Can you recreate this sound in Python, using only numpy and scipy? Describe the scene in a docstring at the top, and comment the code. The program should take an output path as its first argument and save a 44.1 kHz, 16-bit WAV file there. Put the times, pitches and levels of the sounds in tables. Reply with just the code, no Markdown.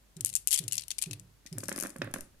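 """Hard balls and a wooden tray.

A handful of hard balls clicks in clusters near the left microphone, ringing the hollow between them,
then rattles on while some drop and knock into a lined wooden tray.
A dull thump repeats beyond the quiet room, over a low hum and faint hiss."""
import sys
import numpy as np
from scipy import signal
from scipy.fft import rfft, irfft, next_fast_len
from scipy.io import wavfile
from scipy.ndimage import map_coordinates

SR = 44100
rng = np.random.default_rng(int(sys.argv[2]) if len(sys.argv) > 2 else 0)


def to_wav(sig):
    """Store sig (one row per channel, or 1-D mono) as 16-bit WAV at the path in sys.argv[1].

    Samples outside -1..1 are clipped; the rate is SR.
    """
    pcm = np.clip(np.atleast_2d(sig), -1, 1) * 32767
    pcm = np.round(pcm).astype(np.int16)
    wavfile.write(sys.argv[1], SR, pcm.T)  # frames by channels


N = 105840

# hiss spectrum: freq_hz, level_db
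HISS_SPECTRUM = [(20, -19), (50, -6.5), (70, -8.5), (141, -13), (530, -22.5), (900, -24.5), (1700, -27),
                 (3800, -29), (7300, -30), (11300, -31), (15000, -34.5), (16500, -53)]
# hiss left-right likeness: freq_hz, correlation
HISS_CORRELATION = [(100, 0.65), (500, 0.067), (2000, 0.11), (10000, 0.064)]
# distant thumps: start_s, level_db
THUMP_HITS = [(0.16, -40.5), (0.595, -38), (1.061, -36.5), (1.513, -35.5), (1.985, -36)]
# thump resonances: settled_hz, level_db, delay_s, rise_s, t60_s, sag_ratio
THUMP_MODES = [(162.2, 17, 0.00072, 0.015, 0.063, 0.016), (101.1, 24, 0.03094, 0.057, 0.12, 0.66),
               (103.5, -14.5, .125, 0.0068, 0.56, 0.072), (136.2, -11.5, 0.062, 0.013, 0.56, 0.12),
               (182.1, -13, 0.12, 0.028, 0.33, 0), (375, -12, 0.0074, 0.005, 0.23, 0.024),
               (294, -13, .035, 0.0068, 0.3, 0.036)]
# unpitched part of a thump: freq_hz, level_db
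PUFF_SPECTRUM = [(60, -19), (150, -7), (330, -7.5), (550, -13.5), (900, -26), (2000, -25), (6000, -40)]
# ball on ball (the row at 2.0188 s is instead the bright ring of the tray knock there): start_s, level_db,
# ring_hz, hollow_hz, hollow_db
BALL_HITS = [(0.167, -20, 8000, 3960, -9), (0.2085, -4.5, 8450, 3170, -14.5),
             (0.2482, 5.5, 8600, 2930, -31), (0.2576, -14, 9100, 3100, -26.5),
             (0.2601, -0.0, 10600, 3130, -22), (0.2679, -7, 11000, 2840, -15),
             (0.275, -15.5, 10500, 3100, -4), (0.281, -14, 8850, 2320, -8.5),
             (0.291, -10.5, 10000, 2750, -11), (0.2993, -10, 8340, 2840, -13.5),
             (0.3286, -15.5, 9500, 2580, -6), (0.3387, -9.5, 7600.0, 2480.0, -14),
             (0.3533, 6, 8100, 4600, -25.5), (0.36, -2.5, 7250, 2620.0, -33),
             (0.3641, 0, 7760, 2720, -22.5), (0.3709, -8.5, 7300, 2660, -14),
             (0.4736, 6.5, 11800, 3080, -25), (0.4811, -4, 7640, 2880, -16), (0.487, -6.5, 7000, 2760, -15),
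             (0.5083, 0, 7840, 2930.0, -13.5), (0.5146, 2.5, 9800, 3050, -19),
             (0.5212, -4, 9100, 3200, -6.5), (0.519, -1, 7400, 3350, -7), (0.528, 6.5, 10600, 3160, -15),
             (0.532, 4, 10500, 3200, -8), (0.5366, 2, 10500, 2900, -10.5), (0.5392, -12, 7440, 2050, -14),
             (0.5422, 5.5, 7500, 3160, -13.5), (0.5467, 1.5, 8450, 2130, -16), (0.552, -2, 9100, 3100, -4),
             (0.5604, -0.5, 7400, 3120, -12), (0.5758, -1.5, 9800, 3460, -9),
             (0.5823, -6, 8500.0, 3300, -4), (0.5889, 0.5, 9300, 3530, -11.5), (0.59, -2, 8750, 3350, -4.5),
             (0.639, -17.5, 6800, 3150, -9.5), (0.6804, -2.5, 8400, 2740, -9.5),
             (0.7117, -15.5, 7650, 2960, 2), (0.7229, -1.5, 7200, 3020, -15.5),
             (0.7232, -3, 9500, 2760, -12), (0.7308, -1.5, 10400, 2730, -10), (0.7406, -9, 7100, 2670, -7),
             (0.7444, -13.5, 9900, 2720, -1.5), (0.7545, -5, 11200, 2640, -12),
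             (0.7683, -12.5, 9900, 3220, -10), (0.7798, 0, 6260, 3090, -9), (0.7822, -6, 5750, 4560, -7),
             (0.795, -11.5, 7200, 4700, 2), (0.8087, -15, 10600, 4930, -12), (0.82, -16.5, 6550, 4360, -1),
             (0.8354, -17.5, 7600.0, 4130, 3.5), (0.882, -11.5, 11000, 3020, -14.5),
             (0.9051, -4, 9000, 4400, -0.5), (0.914, -4, 6700, 2660, -4), (0.966, -37, 8500, 4700, 0.5),
             (0.9837, -4, 8750, 4500, -9), (0.9876, -4, 9400, 2390, -6.5), (1.016, -7.5, 8700, 3240, -6.5),
             (1.0234, 1.5, 9200, 4260, -16.5), (1.0276, -3, 9500, 2510, -6.5),
             (1.0374, -6.0, 8200, 2720, 1), (1.059, -19, 7000, 2500, 3.5), (1.1107, -9.5, 7000, 2615, -1),
             (1.1317, -8.5, 9700, 2590, 0.5), (1.1968, -18.5, 7500, 2400, -17),
             (1.4629, -18, 6700, 1940, 0.5), (1.4709, -21.5, 6400, 1950, 1.5),
             (1.5275, -16.5, 9000, 5150, -6), (1.584, -5.5, 9800, 2440, -25.5),
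             (1.6048, -18, 9500, 4770, -2.5), (1.6371, -13, 7100, 2360, -28),
             (1.6397, -15, 8500, 5500, -8.5), (1.656, -19.5, 7700, 5500, -6.5),
             (1.6836, -6, 9400, 5700, -18), (1.6934, -7, 9100, 5400, -15.5),
             (1.7266, -10.5, 7850, 2400.0, -11.5), (1.7612, -10, 10200, 5230, -11),
             (1.772, -17, 9900.0, 2790.0, -12), (1.7777, -10.5, 10300, 2530.0, -18),
             (1.7882, -9, 10000, 2280, -12), (1.8003, -5.5, 10300, 6500, -16.5),
             (1.8096, -4.5, 11200, 2440, -19), (1.8255, -6.5, 11000, 6400, -22),
             (1.8355, -6.5, 11000, 5360, -21), (1.856, -20, 10100, 2590, -14),
             (1.8698, -13.5, 10500, 2350, -16), (1.8946, -20, 10100, 2300.0, -30),
             (1.9033, -17.5, 8200, 2480.0, -12), (1.964, -23, 9600, 4500, -18),
             (1.9845, -22.5, 9100, 2700.0, -23), (2.0188, -15.5, 5750, 2540, 11.5),
             (2.045, -26, 10500, 2500, -14), (2.113, -29, 9800, 2500, -11), (2.1393, -5, 10400, 2595, -11),
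             (2.185, -21.5, 9500, 2300.0, -12), (2.2083, -12.5, 10360, 2680, -19.5)]
# base click spectrum: freq_hz, level_db
CLICK_SPECTRUM = [(200, -52), (900, -25.5), (1400, -27.5), (1900, -16), (2400, -11.5), (4000, -7),
                  (7000, -2), (10500, -2.5), (13000, -9), (15000, -23), (16500, -41)]
# added to clicks over the tray: freq_hz, gain_db
OVER_TRAY_EQ = [(2400, 3), (3500, -1.5), (5700, 2), (7200, -0.5), (10300, 1), (12500, 1.5)]
# lift of a click's lower band with depth in the handful: freq_hz, weight
DEPTH_SHELF = [(4300, 0.76), (7000, 0.0468)]
# shadowing at the right microphone: freq_hz, gain_db
RIGHT_SHADOW = [(500, -7.5), (1500, -3.5), (2700, -4), (4000, -10), (7000, -19.5), (10000, -17),
                (13000, -7.5), (16000, 4)]
# room decay: freq_hz, t60_s
ROOM_DECAY = [(200, 0.33), (1500, 0.32), (5000, 0.23), (10000, 0.22), (15000, 0.19)]
# ball on tray: start_s, level_db, tilt_db_per_octave
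TRAY_HITS = [(1.456, -44.5, -4.5), (1.581, -30, -4), (1.634, -30.5, -2.5), (1.688, -22.5, -2),
             (1.717, -22, -1), (1.763, -30.5, -4), (1.782, -25, -2.5), (1.803, -36, -3.5),
             (1.826, -29, -2.5), (1.838, -26.5, -2.5), (1.850, -25.5, -2), (1.860, -26.5, -2),
             (1.894, -46, -5), (1.961, -28, -3.5), (2.018, -19, 0.5), (2.075, -29, -3.5),
             (2.109, -37.5, -6), (2.141, -22.5, -2), (2.161, -24.5, -3), (2.188, -29.5, -6.5),
             (2.215, -39, -8.5), (2.345, -46, -7)]
# knock spectrum: freq_hz, level_db
TRAY_SPECTRUM = [(90, -33), (185, 0), (270, 3), (400, -2.5), (480, -13), (560, -3.5), (680, -9), (950, -13),
                 (1150, -6.5), (1600, -5), (1900, -5.5), (2300, -11), (2520, -8.5), (2900, -16.5),
                 (3600, -14.5), (6000, -36), (12000, -47)]
# tray resonances: pitch_hz, level_db, t60_s
WOOD_MODES = [(266, -44, 0.094), (558.4, -28.5, 0.07), (1593, -19.5, 0.019), (2564, -42, 0.015)]
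# tray stereo width, bass near mono: freq_hz, side_db
TRAY_SIDE = [(200, -19.5), (600, -1.5), (2000, -4.5)]
# tray balance: freq_hz, left_minus_right_db
TRAY_BALANCE = [(150, -2), (400, -3), (570, -10.5), (800, 1), (1200, -0.5), (1750, -7.5), (2500, -2.5),
                (4000, 2)]

HISS_DB, HUM_HZ, HUM_DB = -65.5, 49.4, -67.5
SAG_S, PUFF_DB, PUFF_T60_S = 0.02, -14.5, 0.5
CLICK_DB, OVER_TRAY_FROM_S = -0.5, 1.3
RING_DB, RING_OCT = 8.5, 0.32
HOLLOW_DB, HOLLOW_TAIL_DB, HOLLOW_OCT, HOLLOW_TYPICAL_DB = 7.5, 8, 0.08, -13.5
SHELF_PER_DEPTH, SCATTER_PER_DEPTH = 0.84, 0.69
SMEAR_S, PALM_GAIN, PALM_LAG_S = 0.00039, 0.24, 0.0005
OPEN_SCATTER_DB, RIGHT_SCATTER_DB, SCATTER_T60_S = -4.5, 27.5, 0.019
PING_DB, PING_T60_S, PING_REF_HZ = -31.5, 0.028, 2600
CHATTER_DB, CHATTER_GAP_S, CHATTER_LOSS_DB = -19, 0.0073, 8.5
GLASSY_DB, GLASSY_HZ, GLASSY_OCT = 3.5, 9570, 0.28
HAND_ROOM_DB, OVER_TRAY_ROOM_DB, RIGHT_ROOM_DB, KNOCK_ROOM_DB = -19, -11.5, -5, -9
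KNOCK_DB, TRAY_RING_DB, SPOT_OCT = 14, 3, 0.033
KNOCK_SCATTER_DB, KNOCK_T60_S, KNOCK_LAG_S = 2, 0.024, 0.00008
TOP_HZ = 16600


def amp(db):
    """Decibels to gain."""
    return 10 ** (np.asarray(db) / 20)


def unit(x):
    """Scale to rms 1."""
    return x / np.sqrt(np.mean(x ** 2) + 1e-20)


def along(points, hz):
    """Interpolate (freq_hz, value) points on a log axis."""
    freqs_hz, values = np.transpose(points)
    return np.interp(np.log(hz + 1), np.log(freqs_hz + 1), values)


def bump(hz, centre_hz, octaves):
    """Resonance shape, 1 at its centre."""
    return 1 / (1 + (np.log2(hz / centre_hz) / octaves) ** 2)


def add(track, start_s, sound):
    """Mix a sound in at start_s."""
    i = round(start_s * SR)
    track[:, i:i + sound.shape[-1]] += sound[..., :max(N - i, 0)]


def filtered(x, response):
    """Apply a frequency response."""
    n = x.shape[-1]
    size = next_fast_len(2 * n)
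    return irfft(rfft(x, size) * response(np.fft.rfftfreq(size, 1 / SR)), size)[..., :n]


def impulse(spectrum_db, size=2048):
    """Minimum-phase impulse of a given spectrum, energy 1."""
    cepstrum = irfft(np.log(amp(spectrum_db(np.fft.rfftfreq(size, 1 / SR) + 1))))
    cepstrum[1:size // 2] *= 2
    cepstrum[size // 2 + 1:] = 0
    pulse = irfft(np.exp(rfft(cepstrum)))
    return pulse / np.linalg.norm(pulse)


def hiss():
    """Room hiss, partly correlated in the bass."""
    hz = np.fft.rfftfreq(N, 1 / SR)
    width_rad = np.arccos(along(HISS_CORRELATION, hz)) / 2
    spectrum = rfft(rng.standard_normal((2, N))) * amp(along(HISS_SPECTRUM, hz))
    mid, side = irfft(spectrum * [np.cos(width_rad), np.sin(width_rad)], N)
    return amp(HISS_DB) * unit(np.array([mid + side, mid - side]))


def hum():
    """Low sine, wavering in level."""
    waver_db = 0.66 * map_coordinates(rng.standard_normal(size=24), [np.linspace(0, 20, N)])
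    return amp(HUM_DB + waver_db) * unit(np.sin(2 * np.pi * HUM_HZ * np.arange(N) / SR))


def thumps():
    """Distant boom: staggered resonances sag in pitch over a puff of low noise."""
    out, t = np.zeros((2, N)), np.arange(SR * 2 // 3) / SR
    boom = np.zeros(len(t))
    for hz, db, delay_s, rise_s, t60_s, sag in THUMP_MODES:
        age_s = np.maximum(t - delay_s, 0)
        cycles = hz * (age_s + sag * SAG_S * (1 - np.exp(-age_s / SAG_S)))
        envelope = amp(db - 60 * age_s / t60_s) * (1 - np.exp(-(age_s / rise_s) ** 2))
        boom -= envelope * np.sin(2 * np.pi * cycles)
    puff_envelope = amp(PUFF_DB - 60 * t / PUFF_T60_S) * (1 - np.exp(-t / 0.034))
    for start_s, db in THUMP_HITS:
        puff = unit(filtered(rng.standard_normal(len(t)), lambda hz: amp(along(PUFF_SPECTRUM, hz))))
        add(out, start_s, amp(db) * (boom + puff * puff_envelope))
    return out * unit(amp([[-1], [1]]))  # slightly right


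def snap(spectrum_db):
    """Ball contact: a few cycles, treble trailing bass, plus one palm reflection."""
    pulse = filtered(impulse(spectrum_db), lambda hz: np.exp(-1j * np.pi * SMEAR_S * hz ** 2 / TOP_HZ))
    lag_s = PALM_LAG_S * rng.uniform(0.51, 1.495)
    return filtered(pulse, lambda hz: 1 + PALM_GAIN * np.exp(-2j * np.pi * hz * lag_s))


def scatter(sound, scatter_db, t60_s, size=2048):
    """Direct sound plus dense echoes off balls, hand and tray, per microphone."""
    t = np.arange(size) / SR
    echoes = rng.standard_normal((2, size)) * amp(-60 * t / t60_s) * (t > 0.0004)
    paths = amp(scatter_db) * echoes / np.linalg.norm(echoes, axis=1, keepdims=True)
    paths[:, 0] = 1
    paths /= np.linalg.norm(paths, axis=1, keepdims=True)
    return signal.fftconvolve(sound[None], paths, axes=1)


def ring(pitch_hz, level_db, t60_s, size):
    """One decaying resonance."""
    t = np.arange(size) / SR
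    return amp(level_db - 60 * t / t60_s) * np.sin(2 * np.pi * pitch_hz * t)


def room(sound):
    """Fresh stereo room tail; treble dies first."""
    hz, t, noise = signal.stft(rng.standard_normal((2, SR // 3)), SR, nperseg=256)
    envelope = amp(-60 * t / along(ROOM_DECAY, hz)[:, None]) * (1 - np.exp(-t / 0.0095))
    tail = signal.istft(noise * envelope, SR, nperseg=256)[1]
    return signal.fftconvolve(sound[None], tail / np.linalg.norm(tail[0]), axes=1)


def ball_clicks():
    """Each collision snaps, rings a hollow and jostles neighbours; wetter over the tray."""
    out = np.zeros((2, N))
    for start_s, db, ring_hz, hollow_hz, hollow_db in BALL_HITS:
        depth_db = hollow_db - HOLLOW_TYPICAL_DB  # higher deep in the handful
        over_tray = start_s > OVER_TRAY_FROM_S

        def base_db(hz):
            shelf_db = SHELF_PER_DEPTH * depth_db * along(DEPTH_SHELF, hz)
            return along(CLICK_SPECTRUM, hz) + over_tray * along(OVER_TRAY_EQ, hz) + shelf_db

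        def snap_db(hz):
            ring_db = RING_DB * bump(hz, ring_hz, RING_OCT)
            return base_db(hz) + ring_db + HOLLOW_DB * bump(hz, hollow_hz, HOLLOW_OCT)

        def tail_db(hz):
            glassy_db = GLASSY_DB * bump(hz, GLASSY_HZ, GLASSY_OCT)
            return base_db(hz) + glassy_db + HOLLOW_TAIL_DB * bump(hz, hollow_hz, HOLLOW_OCT)

        direct = amp(db + CLICK_DB) * snap(snap_db)
        left_scatter_db = SCATTER_PER_DEPTH * depth_db + over_tray * OPEN_SCATTER_DB
        click = scatter(direct, [[left_scatter_db], [RIGHT_SCATTER_DB]], SCATTER_T60_S)
        click[1] = filtered(click[1], lambda hz: amp(along(RIGHT_SHADOW, hz)))
        add(out, start_s, click)
        ping_t60_s = PING_T60_S * (PING_REF_HZ / hollow_hz) ** 2  # smaller gaps die sooner
        add(out, start_s, ring(hollow_hz, db + hollow_db + PING_DB, ping_t60_s, click.shape[1]))
        for k, lag_s in enumerate(np.cumsum(CHATTER_GAP_S * rng.uniform(0.2, 1.5, size=3))):
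            jostle_db = CHATTER_DB - CHATTER_LOSS_DB * k + rng.normal(0, 2.6)
            add(out, start_s + lag_s, amp(jostle_db) * click)
        room_db = OVER_TRAY_ROOM_DB if over_tray else HAND_ROOM_DB
        tail = amp(db + CLICK_DB + room_db) * room(impulse(tail_db))
        add(out, start_s, tail * amp([[0], [RIGHT_ROOM_DB]]))
    return out


def tray_knocks():
    """Balls land in the tray, slightly right: short knocks excite wood modes and the room."""
    out = np.zeros((2, N))
    for start_s, db, tilt_db_per_oct in TRAY_HITS:
        detune = 2 ** (SPOT_OCT * rng.standard_normal())  # pitch varies with the spot struck
        tilt_db = lambda hz: tilt_db_per_oct * np.log2(hz / 1000)
        knock = amp(db + KNOCK_DB) * impulse(lambda hz: along(TRAY_SPECTRUM, hz / detune) + tilt_db(hz))
        add(out, start_s, scatter(knock, KNOCK_SCATTER_DB, KNOCK_T60_S))
        for mode_hz, mode_db, t60_s in WOOD_MODES:
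            level_db = db + TRAY_RING_DB + mode_db + tilt_db(mode_hz) + rng.normal(0, 1.6)
            add(out, start_s, ring(mode_hz * detune, level_db, t60_s, SR // 8))
        add(out, start_s, amp(KNOCK_ROOM_DB) * room(knock))
    mid = out.mean(axis=0)
    narrowed = mid + filtered(out - mid, lambda hz: amp(along(TRAY_SIDE, hz)))
    split = np.array([[0.5], [-0.5]])
    balance = lambda hz: amp(split * along(TRAY_BALANCE, hz))
    return filtered(narrowed, lambda hz: balance(hz) * np.exp(-2j * np.pi * hz * split * KNOCK_LAG_S))


def scene():
    """Stereo sum of all sources."""
    return ball_clicks() + tray_knocks() + thumps() + hiss() + hum()


def record(dry):
    """Brick-wall low-pass at TOP_HZ."""
    size = next_fast_len(N + SR // 2)
    passband = np.fft.rfftfreq(size, 1 / SR) < TOP_HZ
    return irfft(rfft(dry, size) * passband, size)[:, :N]


dry = scene()
out = record(dry)
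to_wav(out)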